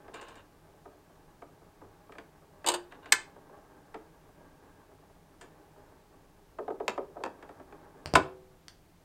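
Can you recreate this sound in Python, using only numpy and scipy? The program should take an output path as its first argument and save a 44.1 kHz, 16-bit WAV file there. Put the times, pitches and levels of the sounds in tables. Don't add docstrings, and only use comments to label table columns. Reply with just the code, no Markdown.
import sys
import numpy as np
from scipy import signal
from scipy.fft import rfft, irfft
from scipy.io import wavfile

SR = 44100
rng = np.random.default_rng(int(sys.argv[2]) if len(sys.argv) > 2 else 0)


def master_out(mix):
    frames = np.transpose(np.atleast_2d(mix))
    ceiling = np.clip(frames, -1, 1)
    pcm = np.round(ceiling * 32767).astype(np.int16)
    wavfile.write(sys.argv[1], SR, pcm)


N = 398663
HZ = np.fft.rfftfreq(N, 1 / SR)
AGE = np.arange(SR * 3 // 4) / SR

# (frequency [Hz], relative density [dB])
FLOOR_SPECTRUM = [(12, -27.5), (20, 4.5), (70, -3.5), (103, 1.5), (119, -12), (153, 3), (232, -12.5),
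                  (298, -5), (452, -11), (581, -16.5), (649, -11), (1410, -20), (1580, -20.5), (3350, -26),
                  (15500, -32.5)]
WHIRR_SPECTRUM = [(100, -33), (230, -5.5), (340, 4), (450, 2.5), (600, -3), (850, -0.5), (1200, -9.5),
                  (1650, -10), (2400, -27), (6000, -42.5)]
# (time [s], level [dB])
WHIRR_LEVELS = [(0, -55), (.6, -64), (2.3, -63.5), (3.4, -58), (4.1, -63.5), (4.7, -60), (5.1, -67.5),
                (5.8, -60), (6.4, -67.5), (7.6, -57.5)]
# (frequency [Hz], width [Hz], gain [dB])
SLIDE_RESONANCES = [(485.2, 160, 0.5), (1054, 88, 3.5), (1550, 500, -3), (2830, 510, -6.5),
                    (3710, 580, -11.5)]
# (time [s], duration [s], initial level [dB])
SCRAPES = [(.132, .27, -50), (2.656, .1, -38), (2.905, 0.051, -57), (3.023, .07, -57)]
PAWL_RUNS = [(0.1399, .25, -50.5), (5.4107, .03, -53)]
# (time [s], level [dB])
CAM_KNOCKS = [(6.586, -33.5), (6.679, -34), (6.704, -36.5), (6.8, -35), (6.977, -31.5), (7.157, -51),
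              (7.167, -41.5), (7.204, -43)]
LEVER_HITS = [(2.6625, -32.5), (2.671, -30), (2.6855, -26.5), (2.717, -37), (2.738, -35), (2.7445, -37)]
# (time [s], level [dB], brightness [dB])
GEAR_TICKS = [(0.079, -51, 0), (0.855, -49, -13), (1.419, -47, -4.5), (1.8135, -49, -15),
              (2.091, -50.5, -17), (2.12, -56.5, 11.5), (2.151, -51.5, -3), (2.1825, -49, 10.5),
              (2.643, -41.5, 4.5), (2.921, -52, 8), (3.057, -53.5, 12.5), (3.359, -53.5, -9),
              (3.493, -53, -18), (3.942, -41.5, 0), (7.425, -49.5, 3.5), (7.49, -49.5, -1),
              (7.597, -50, -7), (7.723, -49.5, -2.5)]
LINKAGE_CLICKS = [(6.8798, -27.5, 0), (7.237, -33.5, -5), (7.261, -35, -16.5)]
LATCH_HITS = [(3.1215, -19, 0.5)]
CLUNKS = [(8.1525, -17.5, 0)]
# (time [s], crack level [dB], cone level [dB])
POPS = [(8.059, -42, -42.5), (8.0747, -60, -46), (8.138, -35.5, -27), (8.6825, -48, -66)]
# (frequency [Hz], relative level [dB], T60 [s])
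DECK_MODES = [(378, -11.5, 0.16), (439.5, -4.5, 0.11), (578, -15.5, 0.15), (628, -12, 0.082),
              (688.6, -3, 0.071), (960, -13, 0.069), (1270, -12.5, .055)]
LINKAGE_MODES = [(366, -11.5, 0.13), (795, -8.5, 0.04), (863, -9, 0.011), (1015, -13, 0.074),
                 (1418, -8, 0.023), (2570, -12.5, 0.01)]
CONE_MODES = [(67.3, -4.5, 0.19), (150, -6.5, 0.077), (448, -3.5, 0.0048)]
LEVER_MODES = [(351, -8, 0.23), (464.1, -16, 0.1), (588, -14, 0.16), (883, -7.5, 0.033), (963, -11, 0.12),
               (1200, -16, .07), (1797, -18.5, 0.061), (2968, -9.5, 0.087), (3530, -18, 0.064),
               (4670, -10.5, 0.05), (6490, -13, 0.036), (7300, -19, 0.026), (8340, -16, 0.011)]
LATCH_MODES = [(360, -24.5, .3), (1008, -13.5, .1), (1378, -13, .15), (1550, -15.5, 0.16),
               (1774, -13.5, 0.034), (2030, -17, 0.027), (2155, -9.5, .02), (2430, -18.5, .05),
               (3100, -13.5, 0.069), (4060, -17.5, .02), (4180, -13, 0.027), (4890, -12, 0.043),
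               (5447, -17, 0.031), (7167, -17.5, 0.013), (7850, -16.5, 0.014), (8313, -10.5, 0.013)]
CHASSIS_MODES = [(275, -13.5, 0.12), (310, -14.5, 0.11), (343.6, -16, 0.17), (480, -22.5, 0.18),
                 (629, -12.5, .12), (669, -4.5, 0.12), (715, -7.5, 0.15), (876, -13.5, .1),
                 (1014, -1.5, 0.13), (1110, -15, .1), (1200, -9, 0.055), (1224, -14.5, 0.058),
                 (1473, -6.5, 0.067), (2648, -15, .04)]
SPRING_MODES = [(153, -21, 0.24), (376, -19, 0.72), (512, -20, .8), (800, -33.5, 0.94), (988, -22.5, 0.2)]
# (frequency [Hz], relative half-octave level [dB])
TICK_COLOUR = [(140, -23), (300, -5), (450, -8), (900, -6), (1500, -9.5), (3000, -18.5), (5600, -21.5),
               (8000, -18.5), (11000, -37), (16000, -35)]
KNOCK_COLOUR = [(140, -30.5), (300, -7), (450, -2), (750, -6.5), (1300, -13), (2000, -22.5), (4000, -32),
                (8000, -39), (16000, -55)]
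CLICK_COLOUR = [(140, -22), (350, -10), (850, -6.5), (1400, -8), (2800, -13.5), (5600, -17), (8000, -24.5),
                (11000, -31), (16000, -47)]
POP_COLOUR = [(200, -22.5), (700, -20.5), (1500, -19), (2600, -9.5), (4200, -6.5), (6000, -13), (8500, -18),
              (12000, -38.5), (16000, -26)]
LEVER_COLOUR = [(140, -31), (350, -15.5), (850, -1.5), (1400, -14.5), (2100, -9), (3800, 3.5), (5600, -12),
                (8000, 1.5), (11000, -7.5), (16000, -36)]
LATCH_COLOUR = [(140, -42), (350, -30), (700, -25.5), (1100, -13.5), (2000, -5), (3000, -14.5), (5600, -9),
                (8000, -11), (11000, -18), (16000, -27.5)]
CLUNK_COLOUR = [(80, -22), (200, -21.5), (350, -10), (700, -12.5), (1200, -3.5), (2000, -12), (3000, -9.5),
                (5000, -21), (8000, -18), (11000, -31), (16000, -39)]
# (delay [s], relative gain [ratio])
ECHOES = [(.0046, .14), (0.013, 0.11), (0.0152, .17), (.0235, .09)]
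# (frequency [Hz], T60 [s])
ROOM_T60 = [(100, 0.36), (400, .38), (1500, 0.27), (4000, 0.26), (8000, 0.22), (15000, 0.034)]
# (frequency [Hz], relative level [dB])
ROOM_COLOUR = [(600, 2), (1500, 2), (5000, -1.5), (8000, 0), (13000, 4)]
# (frequency [Hz], gain [dB])
MICROPHONE = [(6500, -0.5), (8400, 5.5), (9200, 0), (10000, -8), (11500, 2)]

CAM_STOP_S, RUN_DOWN_DB_PER_S = 8.1, 28
FLOOR_DB, EDGE_HZ = -61, 15950


def amp(db):
    return 10 ** (np.asarray(db) / 20)


def unit(x):
    return x / np.sqrt(np.mean(x ** 2) + 1e-20)


def unit_blow(x):
    return x / np.sqrt(np.sum(x ** 2, -1, keepdims=True) / (SR / 50) + 1e-20)


def read(points, hz):
    f, value = np.transpose(points)
    return np.interp(np.log(hz + 1), np.log(f + 1), value)


def shape(x, spectrum):
    return irfft(rfft(x) * amp(read(spectrum, HZ)), N)


def add(mix, s, sound):
    part = mix[max(round(s * SR), 0):][:len(sound)]
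    part += sound[:len(part)]


def flat_noise(size):
    return irfft(np.exp(2j * np.pi * rng.random(size // 2 + 1)), size)


def impulses(per_s):
    return rng.standard_normal(N) * (rng.random(N) < per_s / SR)


def half_octaves(x):
    centres = 1000 * 2 ** (np.arange(-7, 9) / 2)
    offset = 2 * np.log2((np.fft.rfftfreq(len(x), 1 / SR) + 1) / centres[:, None])
    return centres, irfft(rfft(x) * np.cos(np.clip(offset, -1, 1) * np.pi / 2), len(x))


def resonance(hz, centre_hz, width_hz):
    return 1 / (1 + 2j * (hz - centre_hz) / width_hz) ** 2


def swell(t, hz, rise, bloom_hz):
    onset_s = rise * (1 + (bloom_hz / np.maximum(hz[:, None], 250)) ** 2)
    return 1 - np.exp(-(t / onset_s) ** 2)


def ring(modes, rise, bloom_hz=0, tone=((1, 0), (2, 0))):
    hz, db, t60 = np.transpose(modes)
    swing = np.sin(2 * np.pi * (hz[:, None] * AGE + rng.random((len(hz), 1))))
    fade = np.exp(-np.log(1000) * AGE / t60[:, None]) * swell(AGE, hz, rise, bloom_hz)
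    return amp(db + read(tone, hz)) @ unit_blow(swing * fade)


def rattle(colour, t60, damping, rise, bloom_hz=0, tone=((1, 0), (2, 0))):
    hz, bands = half_octaves(flat_noise(size=8192))
    t = AGE[:bands.shape[1]]
    band_t60 = t60 * (1000 / np.maximum(hz, 300)) ** damping
    fade = np.exp(-np.log(1000) * t / band_t60[:, None]) * swell(t, hz, rise, bloom_hz)
    return amp(read(colour, hz) + read(tone, hz)) @ unit_blow(bands * fade)


def strike(hits, modes, colour, modes_db, rattle_db, top_db, t60, damping, rise, bloom_hz):
    out = np.zeros(N)
    for s, db, bright_db in hits:
        tone = [(900, 0), (2300, bright_db), (7500, bright_db + top_db)]
        add(out, s, amp(db + modes_db) * ring(modes, rise, bloom_hz, tone))
        add(out, s, amp(db + rattle_db) * rattle(colour, t60, damping, rise, bloom_hz, tone))
    lowest_hz = 245
    return signal.sosfilt(signal.butter(4, lowest_hz, "highpass", fs=SR, output="sos"), out)


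def harden(hits, neutral_db, slope):
    return [(s, db, slope * (db - neutral_db)) for s, db in hits]


def rebound(hits, gap_s, loss_db, count):
    bounces = []
    for s, db, bright_db in hits:
        for k in range(count + 1):
            bounces.append((s, db - k * loss_db, bright_db))
            s += gap_s * amp(-k * loss_db) * rng.uniform(.8, 1.2)
    return bounces


def room(x, wet_db, echo_db):
    hz, bands = half_octaves(flat_noise(size=32768))
    t = np.arange(bands.shape[1]) / SR
    decay = np.exp(-np.log(1000) * t / read(ROOM_T60, hz)[:, None])
    tail = amp(read(ROOM_COLOUR, hz)) @ (bands * decay)
    tail *= 1 - np.exp(-(t / 0.002) ** 2)
    response = amp(wet_db) * tail / np.linalg.norm(tail)
    response[0] += 1
    for delay, gain in ECHOES:
        add(response, delay, np.array([gain * amp(echo_db)]))
    return signal.fftconvolve(x, response)[:N]


def background():
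    return amp(FLOOR_DB) * unit(shape(rng.standard_normal(N), FLOOR_SPECTRUM))


def whirr():
    teeth = room(impulses(per_s=350), wet_db=0, echo_db=-0.5)
    t = np.arange(N) / SR
    load_db = np.interp(t, *np.transpose(WHIRR_LEVELS))
    run_down_db = RUN_DOWN_DB_PER_S * np.maximum(t - CAM_STOP_S, 0)
    return unit(shape(teeth, WHIRR_SPECTRUM)) * amp(load_db - run_down_db)


def pivot():
    size = 2 * SR
    bearing = resonance(np.fft.rfftfreq(size, 1 / SR), centre_hz=1600, width_hz=110)
    whine = unit(irfft(rfft(flat_noise(size)) * bearing))
    out = np.zeros(N)
    add(out, s=3.15, sound=amp(-76.5) * whine * signal.windows.tukey(size, .5))
    return out


def slide():
    attack_s, sag_db_per_s, release_s = .01, 34, .015
    body = sum(amp(db) * resonance(HZ, hz, width) for hz, width, db in SLIDE_RESONANCES)
    rubbed = unit(irfft(rfft(impulses(per_s=900)) * body, N))
    pressure = np.zeros(N)
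    for s, length, db in SCRAPES:
        contact = np.clip(np.minimum(AGE / attack_s, 1 + (length - AGE) / release_s), 0, 1)
        add(pressure, s, contact * amp(db - sag_db_per_s * AGE))
    return room(rubbed * pressure, wet_db=-10.5, echo_db=0)


def gears():
    slips_per_s, slip_db, spread_db, bright_db = 6, -61.5, 2, -14
    draws = rng.random((int(slips_per_s * CAM_STOP_S), 2))
    slips = [(when * CAM_STOP_S, slip_db + spread_db * (2 * size - 1), bright_db)
             for when, size in draws]
    dry = strike(GEAR_TICKS + slips, DECK_MODES, TICK_COLOUR, modes_db=-9, rattle_db=-2, top_db=-15,
                 t60=0.05, damping=.45, rise=0.0017, bloom_hz=892.4)
    return room(dry, wet_db=-10.5, echo_db=-1)


def pawl():
    tooth_s, fade_db, bright_db = .0715, 3, 8
    drops = [(s + k * tooth_s, db - k * fade_db, bright_db)
             for s, length, db in PAWL_RUNS for k in range(int(length / tooth_s) + 1)]
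    dry = strike(drops, DECK_MODES, TICK_COLOUR, modes_db=-4, rattle_db=-2.5, top_db=0,
                 t60=0.073, damping=0.39, rise=0.0013, bloom_hz=890)
    return room(dry, wet_db=-5, echo_db=1)


def cam():
    hits = harden(CAM_KNOCKS, neutral_db=-31, slope=0.9)
    dry = strike(hits, DECK_MODES, KNOCK_COLOUR, modes_db=-2.5, rattle_db=-4, top_db=-10,
                 t60=0.087, damping=1.0, rise=0.00051, bloom_hz=1190)
    return room(dry, wet_db=-14, echo_db=-12)


def linkage():
    dry = strike(LINKAGE_CLICKS, LINKAGE_MODES, CLICK_COLOUR, modes_db=-0.5, rattle_db=-2.5, top_db=.5,
                 t60=0.045, damping=0.48, rise=0.00041, bloom_hz=700)
    return room(dry, wet_db=-12.5, echo_db=2.5)


def stylus():
    cracks, cone = np.zeros((2, N))
    for s, crack_db, cone_db in POPS:
        add(cracks, s, amp(crack_db) * rattle(POP_COLOUR, t60=0.0032, damping=.1, rise=0.00027))
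        add(cone, s, amp(cone_db) * ring(CONE_MODES, rise=0.00039))
    return room(cracks, wet_db=-7.5, echo_db=-2.5) + room(cone, wet_db=-6.5, echo_db=-3.5)


def lever():
    blows = harden(LEVER_HITS, neutral_db=-23, slope=0.43)
    hits = rebound(blows, gap_s=.014, loss_db=11.5, count=1)
    dry = strike(hits, LEVER_MODES, LEVER_COLOUR, modes_db=1, rattle_db=-6.5, top_db=-1,
                 t60=0.073, damping=0.29, rise=0.0011, bloom_hz=910)
    return room(dry, wet_db=-16, echo_db=-20)


def latch():
    dry = strike(LATCH_HITS, LATCH_MODES, LATCH_COLOUR, modes_db=-2, rattle_db=-1, top_db=0,
                 t60=0.052, damping=0.23, rise=0.0013, bloom_hz=697.4)
    return room(dry, wet_db=-14.5, echo_db=-7.5)


def clunk():
    dry = strike(CLUNKS, CHASSIS_MODES, CLUNK_COLOUR, modes_db=-1.5, rattle_db=-2, top_db=-0.5,
                 t60=0.1, damping=0.4, rise=0.0013, bloom_hz=700)
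    for s, db, _ in CLUNKS:
        add(dry, s, amp(db) * ring(SPRING_MODES, rise=0.0069))
    return room(dry, wet_db=-14.5, echo_db=-5.5)


def scene():
    deck = gears() + pawl() + slide() + lever() + latch() + cam() + linkage()
    deck = deck + clunk() + stylus() + pivot()
    return (shape(deck, MICROPHONE) + background() + whirr())[None]


def record(dry):
    lowpass = signal.firwin(401, EDGE_HZ, window=("kaiser", 9), fs=SR)
    return signal.oaconvolve(dry, lowpass[None], "same")


dry = scene()
out = record(dry)
master_out(out)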